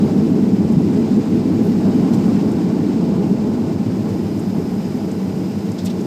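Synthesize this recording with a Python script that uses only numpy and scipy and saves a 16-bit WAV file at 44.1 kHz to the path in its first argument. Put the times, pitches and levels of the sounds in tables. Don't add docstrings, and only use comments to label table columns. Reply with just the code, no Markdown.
import sys
import numpy as np
from scipy import signal
from scipy.fft import rfft, irfft
from scipy.io import wavfile
from scipy.ndimage import uniform_filter1d, minimum_filter1d

SR = 44100
rng = np.random.default_rng(int(sys.argv[2]) if len(sys.argv) > 2 else 0)


def file_out(sig):
    cols = np.atleast_2d(sig).T
    lim = np.clip(cols, -1, 1)
    pcm = np.round(lim * 32767).astype(np.int16)
    wavfile.write(sys.argv[1], SR, pcm)


N = 267246
T = np.arange(N) / SR
HZ = np.fft.rfftfreq(N, 1 / SR)


def gain_of(db):
    return 10 ** (np.asarray(db) / 20)


def unit_level(x):
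    return x / np.sqrt(np.mean(x ** 2) + 1e-20)


def follow(rows, column=1):
    rows = np.asarray(rows)
    return np.interp(T, rows[:, 0], rows[:, column])


def spectrum(points):
    hz, db = np.transpose(points)
    return np.interp(np.log(HZ + 1), np.log(hz), db)


def noise(db):
    return unit_level(irfft(rfft(rng.standard_normal(N)) * gain_of(db), N))


def wander(hz):
    return noise(-10 * np.log10(1 + (HZ / hz) ** 4))


def add(mix, start, sound):
    part = mix[max(round(start * SR), 0):][:len(sound)]
    part += sound[:len(part)]


def cabin_colour(ripple_hz=60, strongest_hz=1400):
    # centre in Hz, width in Hz, lift in dB.
    resonances = [(330, 5.8, 4), (394, 9.1, -0.5), (424.6, 26.4, 4.5), (650, 42, 2.5), (733, 24, -2.5),
                  (791, 28, 4.5), (860, 32, 5.5), (1067, 14, 4)]
    ringing_db = sum(db / (1 + (2 * (HZ - hz) / width) ** 2) for hz, width, db in resonances)
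    ripple_db = unit_level(uniform_filter1d(rng.standard_normal(len(HZ)), int(ripple_hz / HZ[1])))
    return ringing_db + ripple_db * np.exp(-.5 * np.log((HZ + 1) / strongest_hz) ** 2)


def vent():
    # time in seconds, level in dB.
    levels = [(0, -56), (.5, -56.5), (1.5, -56.5), (2.2, -53.5), (3.2, -60), (4.4, -52), (6.06, -52.5)]
    # frequency in Hz, relative level in dB.
    colour = [(4000, -37), (4820, -14), (4990, 1), (5160, -10), (6000, -15), (10000, -22), (12000, -16),
              (13600, -18), (15500, -28)]
    return gain_of(follow(levels)) * noise(spectrum(colour))


def rushing_air(cabin_db, flutter_db=0.73):
    # time in seconds, relative level in dB of the roar outside, of the hiss inside.
    levels = [(0, -33.5, -43.5), (.6, -36.5, -45.5), (1.1, -34, -43.5), (1.45, -36.5, -45),
              (2.15, -33, -42.5), (2.7, -35, -44.8), (3.7, -36.5, -46), (6.06, -39, -46)]
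    # frequency in Hz, relative level in dB.
    roar_colour = [(300, -13.5), (480, 0.5), (560, -1.5), (630, -1), (800, -5), (900, -6), (1050, -10),
                   (1250, -15), (1600, -20), (2500, -46), (5000, -64)]
    hiss_colour = [(700, -1), (1500, 3), (2100, 4), (2700, 2.5), (3300, -0.5), (4400, 0), (5100, 1.5),
                   (5900, -4), (7500, -4.5), (8600, -8.5), (9800, -19.5), (10800, -36), (12200, -20),
                   (15500, -16)]
    roar_db = follow(levels) + 1.5 + wander(17)
    roar = gain_of(roar_db) * noise(spectrum(roar_colour) + cabin_db)
    hiss_db = follow(levels, column=2) + 1.34 + flutter_db * wander(23)
    hiss = gain_of(hiss_db) * noise(spectrum(hiss_colour) + cabin_db)
    return roar + hiss


def scrape(db, hz, decay, octaves, rise_share=0.55, grain_db=1.5):
    t = np.arange(-SR // 5, SR // 5) / SR
    hiss, grain = rng.standard_normal((2, len(t)))
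    slips = hiss * gain_of(grain_db * unit_level(uniform_filter1d(grain, size=40)))
    off_centre = np.log2((np.fft.rfftfreq(len(t), 1 / SR) + 1) / hz) / octaves
    band = np.exp(-(off_centre / 3) ** 2) / (1 + off_centre ** 2)
    slips = unit_level(irfft(rfft(slips) * band, len(t)))
    envelope = np.exp(-np.where(t < 0, (t / (rise_share * decay)) ** 2, t / decay))
    return gain_of(db) * slips * envelope


def ticks_and_rustle(faint_count=24, faint_db=-56, dip_hz=10300, dip_db=-5):
    # peak time in seconds, relative level in dB, centre in Hz,
    # fade time in seconds, width in octaves.
    rattles = [(.725, -47, 8000, .012, .7), (1.655, -51, 11000, 0.066, 0.79),
               (2.142, -39, 5500, 0.017, 1.2), (2.26, -49, 8000, .012, .6),
               (2.368, -43, 1700, 0.0099, 0.48), (2.518, -44, 7500, .005, .5), (4.093, -48, 6500, .007, .7),
               (4.397, -44, 7970, .009, .4), (5.117, -40, 7460, .005, .35), (5.719, -38, 7200, .003, .4),
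               (5.791, -35.5, 4170, 0.014, .65), (5.851, -36, 5500, 0.0049, 1.2),
               (5.861, -31.5, 6560, 0.0097, 0.9), (5.871, -32.5, 3300, 0.01, 0.61),
               (5.904, -36.5, 3760, .012, 0.7), (6.012, -44, 5900, .008, 0.51)]
    faint = [(when * T[-1], faint_db + 5 * loud, 4000 + 4000 * high, .005, .7)
             for when, loud, high in rng.random((faint_count, 3))]
    ticks = np.zeros(N + SR)
    for time, db, hz, decay, octaves in rattles + faint:
        add(ticks, time, scrape(db, hz, decay, octaves))
    ticks = ticks[SR // 5:][:N]
    dip = gain_of(dip_db * np.exp(-((HZ - dip_hz) / 1500) ** 2))
    return irfft(rfft(ticks) * dip, N)


def engine(waver_hz=0.77, waver_db=2):
    # time in seconds, pitch in Hz, level in dB.
    hum = [(0, 197.8, -24), (2.5, 199.4, -44), (4.2, 188.8, -34), (5.3, 186.3, -30), (6.06, 182.9, -27.5)]
    cycles = np.cumsum(follow(hum) + waver_hz * wander(2.23)) / SR
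    level_db = follow(hum, column=2) + waver_db * wander(10)
    return gain_of(level_db) * unit_level(np.sin(2 * np.pi * cycles))


def wheels(floor_hz=101, width_hz=7, shimmy_turns=0.019):
    # time in seconds, turns per second.
    speeds = [(0, 9.3), (1.8, 8.7), (3.4, 8.38), (4.6, 7.8), (5.3, 7.37), (6.06, 7.1)]
    # time in seconds, level in dB.
    levels = [(0, -35), (1.85, -34), (3.25, -39.5), (3.5, -30.5), (4.2, -30.5), (4.85, -39), (5.8, -32),
              (6.06, -38.5)]
    rate = follow(speeds)
    turns = np.cumsum(rate) / SR
    turns -= np.interp(3.52, T, turns)
    turns += shimmy_turns * wander(2.25)
    throb = sum(np.exp(-.5 * ((k * rate - floor_hz) / width_hz) ** 2) * np.cos(2 * np.pi * k * turns)
                for k in range(8, 18))
    return gain_of(follow(levels) + wander(7.7)) * unit_level(throb)


def jolts(hull_hz=225, rise_s=0.0071):
    # start in seconds, peak level in dB.
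    bumps = [(0.306, -11), (0.766, -3), (1.178, -7), (2.241, -16), (3.299, -18), (3.42, -9.5), (3.862, -15),
             (5.647, -17)]
    out, t = np.zeros(N), np.arange(SR // 10) / SR
    envelope = t / rise_s * np.exp(1 - t / rise_s)
    for start, db in bumps:
        hz = hull_hz * rng.uniform(0.705, 1.181)
        add(out, start, gain_of(db) * envelope * np.sin(2 * np.pi * hz * t))
    return out


def surges(swell_s=0.025, delay_s=0.061, duck_s=0.037):
    # time in seconds, swell in dB, depth of the duck after it in dB.
    swings = [(.05, 3, 1), (.99, 4, 2.5), (1.18, 6, 6.5), (1.36, 3.5, 2.5), (1.69, 2, 2), (3.32, 3, 3.5),
              (4.59, 3.5, 0.5), (5.72, 0.5, 4), (6.0, 3.5, 0)]
    return sum(swell_db * np.exp(-((T - time) / swell_s) ** 2)
               - duck_db * np.exp(-((T - time - delay_s) / duck_s) ** 2)
               for time, swell_db, duck_db in swings)


def rumble(cabin_db, slowing_s=(2.62, 4.04), steady_s=0.092, uneven_db=0.17):
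    # time in seconds, level in dB.
    shaking = [(0, -13.5), (1.4, -15), (1.85, -13.5), (2.3, -13.5), (2.55, -16), (3.3, -15.5), (3.7, -18.5),
               (6.06, -22.5)]
    # frequency in Hz, relative level in dB.
    fast_colour = [(25, -50), (45, -43), (62, -23), (78, -22), (100, -13), (135, -11), (175, -1.5),
                   (212, 1), (270, -4), (345, -8.5), (378, -12), (450, -15.5), (530, -29), (900, -67)]
    slow_colour = [(25, -51), (45, -36), (62, -27), (78, -20), (100, -14), (135, -9), (175, -3), (200, 1),
                   (260, -4), (340, -8), (368, -11), (450, -14.5), (530, -27), (900, -63.5)]
    fast = noise(spectrum(fast_colour) + cabin_db)
    slow = noise(spectrum(slow_colour) + cabin_db)
    slowed = np.interp(T, slowing_s, (0, 1))
    boom = np.sqrt(1 - slowed) * fast + np.sqrt(slowed) * slow
    window = int(steady_s * SR)
    power = uniform_filter1d(uniform_filter1d(boom ** 2, window), window)
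    boom /= np.sqrt(power + 1e-9)
    return gain_of(follow(shaking) + surges() - uneven_db * wander(16)) * boom


def scene():
    cabin_db = cabin_colour()
    rolling = rumble(cabin_db) + wheels() + engine() + jolts()
    return (rolling + rushing_air(cabin_db) + vent() + ticks_and_rustle())[None]


def record(dry, ceiling=0.65, top_hz=15350):
    allowed_gain = np.minimum(1, ceiling / (abs(dry) + 1e-9))
    limited = dry * uniform_filter1d(minimum_filter1d(allowed_gain, size=300), size=300)
    treble_cut = signal.firwin(511, top_hz, window=("kaiser", 9), fs=SR)
    return signal.oaconvolve(limited, treble_cut[None], "same")


dry = scene()
out = record(dry)
file_out(out)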